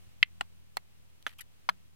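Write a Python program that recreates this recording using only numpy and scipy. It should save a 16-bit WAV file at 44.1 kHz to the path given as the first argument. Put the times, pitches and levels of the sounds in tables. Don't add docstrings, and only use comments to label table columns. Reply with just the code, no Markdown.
import sys
import numpy as np
from scipy import signal
from scipy.fft import rfft, irfft, next_fast_len
from scipy.io import wavfile
from scipy.ndimage import map_coordinates

SR = 44100
rng = np.random.default_rng(int(sys.argv[2]) if len(sys.argv) > 2 else 0)


def log_audio(samples):
    frames = np.atleast_2d(samples).T
    limited = np.clip(frames, -1, 1)
    pcm = np.round(limited * 32767).astype(np.int16)
    wavfile.write(sys.argv[1], SR, pcm)


def how_loud(loudness_db):
    steps = np.asarray(loudness_db, float) / 20
    return 10 ** steps


N = 85995

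# [freq_hz, level_db]
AIR_LEFT = [(20, 3.5), (200, 6.5), (500, -0.5), (1500, -4), (2800, -1), (4500, -4.5), (13000, -6),
            (16000, -10.5)]
AIR_RIGHT = [(20, 4.5), (200, 8.5), (700, 2), (1500, -0.5), (2800, 1), (4500, -4.5), (10000, -12.5),
             (16000, -9.5)]
# [freq_hz, likeness -1..1]
AIR_ALIKE = [(50, 0.03), (300, -0.402), (3000, -.3), (5000, -0.48)]
# [time_s, level_db]
AIR_LEVEL = [(0, -65), (.7, -66.5), (1.95, -67.5)]
# [centre_s, width_s, level_db]
PUFFS = [
    (.02, 0.011, -66.5),
    (.078, 0.01, -59),
    (.222, 0.0093, -53),
    (.99, 0.012, -70),
    (1.945, .015, -69),
]
# [freq_hz, level_db]
WIND_COLOUR = [(15, -13), (70, 2), (120, -5), (300, -24.5), (800, -59)]
# [time_s, pitch_hz, level_db]
ENGINE_PATH = [(0, 42.5, -52), (.5, 41.1, -54), (1.0, 39.7, -56), (1.4, 38.2, -58), (1.95, 37.6, -56)]
ORDERS_DB = [-9, 0, -12, -9, -24, -28]
# [freq_hz, level_db]
RUMBLE_COLOUR = [(15, -9), (50, -1.5), (100, 8.5), (200, -5.5), (350, -22), (600, -33), (1500, -60.5)]
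# [freq_hz, t60_s]
NEAR_DECAY = [(500, .035), (2200, 0.029), (5000, .035), (12000, 0.027)]
# [freq_hz, t60_s]
FIELD_DECAY = [(500, .06), (2200, .12), (5000, .06), (12000, .03)]
# [freq_hz, level_db]
HISS_COLOUR = [(2200, -47), (4500, -10), (8000, -7), (13000, -3), (16000, -18)]
# [start_s, rise_s, t60_s, body_db, hiss_db]
TICKS = [
    (1.2256, .0002, .007, -47, -52),
    (1.2812, .0003, .012, -52, -51),
]
RATTLE = [(1.272, .002, 0.057, -45, -57), (1.2915, .0005, .03, -48, -58), (1.303, 0.00092, 0.026, -61, -70),
          (1.309, .0005, 0.016, -60, -60), (1.314, .001, .02, -57, -71), (1.325, .001, 0.049, -57.5, -67),
          (1.333, .002, 0.017, -62, -66)]
SLIDE_UP = [(1.3835, .0015, 0.038, -52.5, -51), (1.387, 0.0009, 0.035, -48.5, -59),
            (1.392, 0.0016, 0.022, -48, -58), (1.395, .001, 0.019, -50, -56)]
SLIDE_BACK = [(1.4048, .0006, 0.028, -45, -56), (1.4075, 0.00164, .018, -43, -37.5),
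              (1.412, 0.0014, .02, -51, -46.5), (1.417, .002, 0.012, -49, -62)]
# [freq_hz, width_hz, level_db]
TICK_BODY = [(3230, 1200, 1.5), (6310, 1020, -2.5), (9000, 2000, -9)]
RATTLE_BODY = [(1200, 540, -9.5), (1930, 190, 0), (2470, 200, -3), (3080, 250, -1.5), (4060, 1300, -11.5)]
UP_BODY = [(900, 114, -13.5), (1296, 83, -9.5), (2460, 120, -1), (3220, 160, -5.5), (4020, 110, -13.5),
           (5100, 120, -17)]
BACK_BODY = [(1350, 140, -9), (1930, 210, 1.5), (2950, 130, -4), (3730, 130, -6.5), (4620, 95, -11),
             (5700, 160, -12.5)]
# [start_s, ring_db, crack_db, bounce_db, bounce_delay_s]
BLOWS = [
    (.2279, -2, -38, -13, .0019),
    (.4095, -24, -40, -8, .0011),
    (.7693, -20, -34, -6, .0012),
    (1.2655, -17, -40, -8, .004),
    (1.6893, -14, -38, -4, .0042),
]
# [snap_db, bounce_snap_db, attack_s]
CONTACTS = [(-55, -32, 0.0002), (-58, -46, 0.00017), (-32, -52, 0.00015), (-41.5, -41, 0.000177),
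            (-56, -34, .0005)]
# [pitch_hz, left_db, right_db, t60_s]
RING_1 = [(505, -33, -40.5, 0.024), (754, -26, -30, 0.013), (980, -25.5, -27.5, 0.022),
          (1200, -23, -27, .02), (1530, -21, -8.5, 0.0075), (2062, -1, -2, 0.015), (2613, -0.5, -7, 0.014),
          (3134, -1, -3, 0.012), (3420, -11, -13, 0.014), (3960, -13, -16, 0.016), (4330, -19, -19, 0.018),
          (4580, -28.5, -23, 0.019), (5810, -31.5, -36, .013), (7870, -39, -35.5, 0.0055)]
RING_2 = [(807, 3.5, -0.5, 0.024), (1010, 2.0, 3.5, 0.01), (1810, 5.5, 2.5, 0.011), (2910, 7.5, -5.0, 0.01),
          (4095, -6.5, -19, 0.025), (4860, -11.0, -31, 0.024), (5160, -37, -26, 0.011),
          (5870, -15.5, -17, 0.016), (7100, -35, -18, 0.0071), (7730, -8.0, -10.5, 0.011),
          (1395, 2.0, 9.0, 0.012), (450, -10, -9, 0.03), (2600, -5.5, -15.5, 0.013)]
RING_3 = [(834, 0.5, 3.0, 0.013), (1950, -9.5, -9.5, 0.025), (2140, -19, -14, 0.044),
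          (2740, -10.5, -38, 0.018), (3390, -11.5, -23, 0.016), (4294, -5.5, -10.5, 0.012),
          (5000, -7.5, -39, 0.0069), (5360, -15, -32, 0.011), (6800, -38, -26.5, 0.011),
          (8670, -17, -10, 0.0029), (1257, -14.5, -36, 0.026), (415, -26, -25, .02)]
RING_4 = [(592, -17.5, -15, 0.039), (882, -10.5, -9.5, 0.046), (1410, -9.5, -18, 0.028),
          (1583, -0.5, 2.0, 0.0092), (2750, -10, -26, 0.0088), (2894, -15.5, -15, 0.036),
          (3320, -7, -8.0, 0.011), (4014, -28, -31, 0.017), (6097, -23.5, -25.5, 0.038),
          (6880, -28, -25, 0.0052), (450, -20.0, -30.0, 0.026)]
RING_5 = [(1033, 10, 2.0, 0.013), (1292, -5.5, 0, 0.019), (1696, -6.5, -7, 0.021), (2176, 1, 4.5, 0.0093),
          (2680, -16, 4.0, 0.005), (3085, -8, -7.5, 0.013), (3437, -6, -9.5, 0.017),
          (3810, -16, -7.0, 0.0079), (4176, -10.5, -12, 0.022), (4840, -9.5, -39.5, 0.016),
          (5440, -23.5, -23, 0.018), (182.7, -28.5, -48, 0.27), (774, -15.0, -2, 0.0074),
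          (6060, -21.5, -26, 0.023)]
# [freq_hz, level_db]
CRACK_LEFT = [(200, -39), (500, 8), (1500, 6.5), (5000, -1.5), (8000, -3), (13000, 0), (16000, -16.5)]
CRACK_RIGHT = [(200, -35.5), (500, 9.5), (1500, 5.5), (5000, -2.5), (8000, -7.5), (13000, -14.5),
               (16000, -18)]
# [freq_hz, lead_rad]
PORT_LEAD = [(1050, -2.7), (1350, -.6), (2100, -.9), (3200, -1.1), (4200, 1), (5500, -1.7), (7700, .5)]


def unit(x):
    return x / np.sqrt(np.mean(x ** 2) + 1e-20)


def along(points, hz):
    f, v = np.transpose(points)
    return np.interp(np.log(hz + 1), np.log(f + 1), v)


def wobble(rate, count=N):
    knots = rng.standard_normal(int(count * rate / SR) + 4)
    return map_coordinates(knots, [np.arange(count) * rate / SR])


def filtered(x, response):
    m = next_fast_len(N + 8192)
    return irfft(rfft(x, m) * response(np.fft.rfftfreq(m, 1 / SR)), m)[..., :N]


def noise(*colours):
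    white = rng.standard_normal((len(colours), N))
    return unit(filtered(white, lambda hz: how_loud([along(c, hz) for c in colours])))


def air():
    left, other = rng.standard_normal((2, N))

    def alike(hz):
        return np.clip(along(AIR_ALIKE, hz), -1, 1)

    right = filtered(left, alike) + filtered(other, lambda hz: np.sqrt(1 - alike(hz) ** 2))
    pair = filtered(np.array([left, right]), lambda hz: how_loud([along(AIR_LEFT, hz), along(AIR_RIGHT, hz)]))
    s, db = np.transpose(AIR_LEVEL)
    level_db = np.interp(np.arange(N) / SR, s, db) + 0.599 * wobble(11)
    return how_loud(level_db) * unit(pair)


def wind():
    breeze_db, lump_db = -77.5, 2.5
    t = np.arange(N) / SR
    breeze = how_loud(breeze_db + lump_db * wobble(25))
    puffs = sum(how_loud(db) * np.exp(-((t - s) / width) ** 2) for s, width, db in PUFFS)
    return (breeze + puffs) * noise(WIND_COLOUR, WIND_COLOUR)


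def engine():
    waver_db, right_db, rumble_db = 1.5, -.6, -64
    s, hz, db = np.transpose(ENGINE_PATH)
    t = np.arange(N) / SR
    pitch_hz = np.interp(t, s, hz) * (1 + 0.012 * wobble(4.2))
    turn = 2 * np.pi * np.cumsum(pitch_hz) / SR
    shared_db = waver_db * wobble(6)
    orders = np.zeros(N)
    for order, order_db in enumerate(ORDERS_DB, 1):
        orders += how_loud(order_db + shared_db + waver_db * wobble(7.8)) * np.sin(order * turn)
    drone = how_loud(np.interp(t, s, db)) * orders + how_loud(rumble_db) * noise(RUMBLE_COLOUR)[0]
    return drone * [[1], [-how_loud(right_db)]]


def scatter(x, decay):
    smear_per_s, flutter_db = 900, 2
    hz, t, z = signal.stft(rng.standard_normal((2, SR // 4)), SR, nperseg=128)
    fade = how_loud(-60 * t / along(decay, hz)[:, None])
    tail = signal.istft(z * fade, SR, nperseg=128)[1]
    tail = tail / np.linalg.norm(tail[0])
    wet = signal.fftconvolve(x * wobble(smear_per_s), tail, axes=1)[:, :N]
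    return wet * how_loud(flutter_db * wobble(200))


def wood_hiss():
    return how_loud([[1], [-10.5]]) * noise(HISS_COLOUR, HISS_COLOUR)


def wood_body(hz, peaks):
    total = 0
    for k, (centre, width, db) in enumerate(peaks):
        band = 1j * hz * width
        total = total + (-1) ** k * how_loud(db) * band / (centre ** 2 - hz ** 2 + band)
    return total


def slides():
    grain_db = 1
    t, out = np.arange(N) / SR, np.zeros((2, N))
    groups = [(TICKS, TICK_BODY), (RATTLE, RATTLE_BODY), (SLIDE_UP, UP_BODY), (SLIDE_BACK, BACK_BODY)]
    for rows, peaks in groups:
        stroke = np.zeros((2, N))
        for s, rise, t60, body_db, hiss_db in rows:
            fade_db = -60 * np.clip(t - s - rise, 0, None) / t60
            stroke += np.clip((t - s) / rise, 0, 1) ** 2 * how_loud([[body_db], [hiss_db]] + fade_db)
        stroke *= how_loud(grain_db * wobble(650))
        white = rng.standard_normal((2, N))
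        loudness = np.std(filtered(white, lambda hz: wood_body(hz, peaks)))
        out += filtered(stroke[0] * white, lambda hz: wood_body(hz, peaks)) / loudness
        out += stroke[1] * wood_hiss()
    return out


def ringing(modes, since, t):
    rough_db = 1.8
    ring = np.zeros(t.shape)
    for hz, left_db, right_db, t60 in modes:
        level_db = [[left_db], [right_db]] - 60 * t / t60 + rough_db * wobble(400, count=SR // 4)
        phase = along(PORT_LEAD, hz) * np.array([[0], [-1]])
        ring += how_loud(level_db) * np.sin(2 * np.pi * hz * since + phase)
    return ring


def blows():
    crack_t60, snap_t60, bounce_snap_t60 = .018, .006, .027
    right_late_s, bass_cut_hz = .0003, 300
    out, crack, snap = np.zeros((2, N)), noise(CRACK_LEFT, CRACK_RIGHT), wood_hiss()
    rings = [RING_1, RING_2, RING_3, RING_4, RING_5]
    for blow, contact, modes in zip(BLOWS, CONTACTS, rings):
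        s, ring_db, crack_db, bounce_db, delay = blow
        snap_db, bounce_snap_db, attack = contact
        span = slice(int(s * SR), int(s * SR) + SR // 4)
        direct = (s, 0, snap_db, snap_t60)
        bounce = (s + delay, bounce_db, bounce_snap_db, bounce_snap_t60)
        for start, db, bright_db, bright_t60 in [direct, bounce]:
            since = np.arange(N)[span] / SR - start
            t = np.clip(since - np.array([[0], [right_late_s]]), 0, None)
            hit = how_loud(ring_db) * ringing(modes, since, t)
            hit += how_loud(crack_db - 60 * t / crack_t60) * crack[:, span]
            hit += how_loud(bright_db - 60 * t / bright_t60) * snap[:, span]
            out[:, span] += how_loud(db) * (1 - np.exp(-t / attack)) ** 2 * hit
    mid = out.mean(0)
    return out - mid + filtered(mid, lambda hz: (1j * hz / (bass_cut_hz + 1j * hz)) ** 2)


def scene():
    near_db, field_db = -16, -30.5
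    sticks = blows() + slides()
    tails = how_loud(near_db) * scatter(sticks, NEAR_DECAY) + how_loud(field_db) * scatter(sticks, FIELD_DECAY)
    return sticks + tails + engine() + air() + wind()


def low_pass(x):
    return signal.sosfilt(signal.butter(12, 16600, fs=SR, output="sos"), x)


def record(dry):
    top_hz, offset = 16550, .0007
    duck_s, duck_db, duck_in_s, recover_s = .2325, -10, .003, .035
    t = np.clip(np.arange(N) / SR - duck_s, 0, None)
    gain = how_loud(duck_db * (1 - np.exp(-t / duck_in_s)) * np.exp(-t / recover_s))
    wet = filtered(dry, lambda hz: hz < top_hz) + offset
    return low_pass(gain * wet)


dry = scene()
out = record(dry)
log_audio(out)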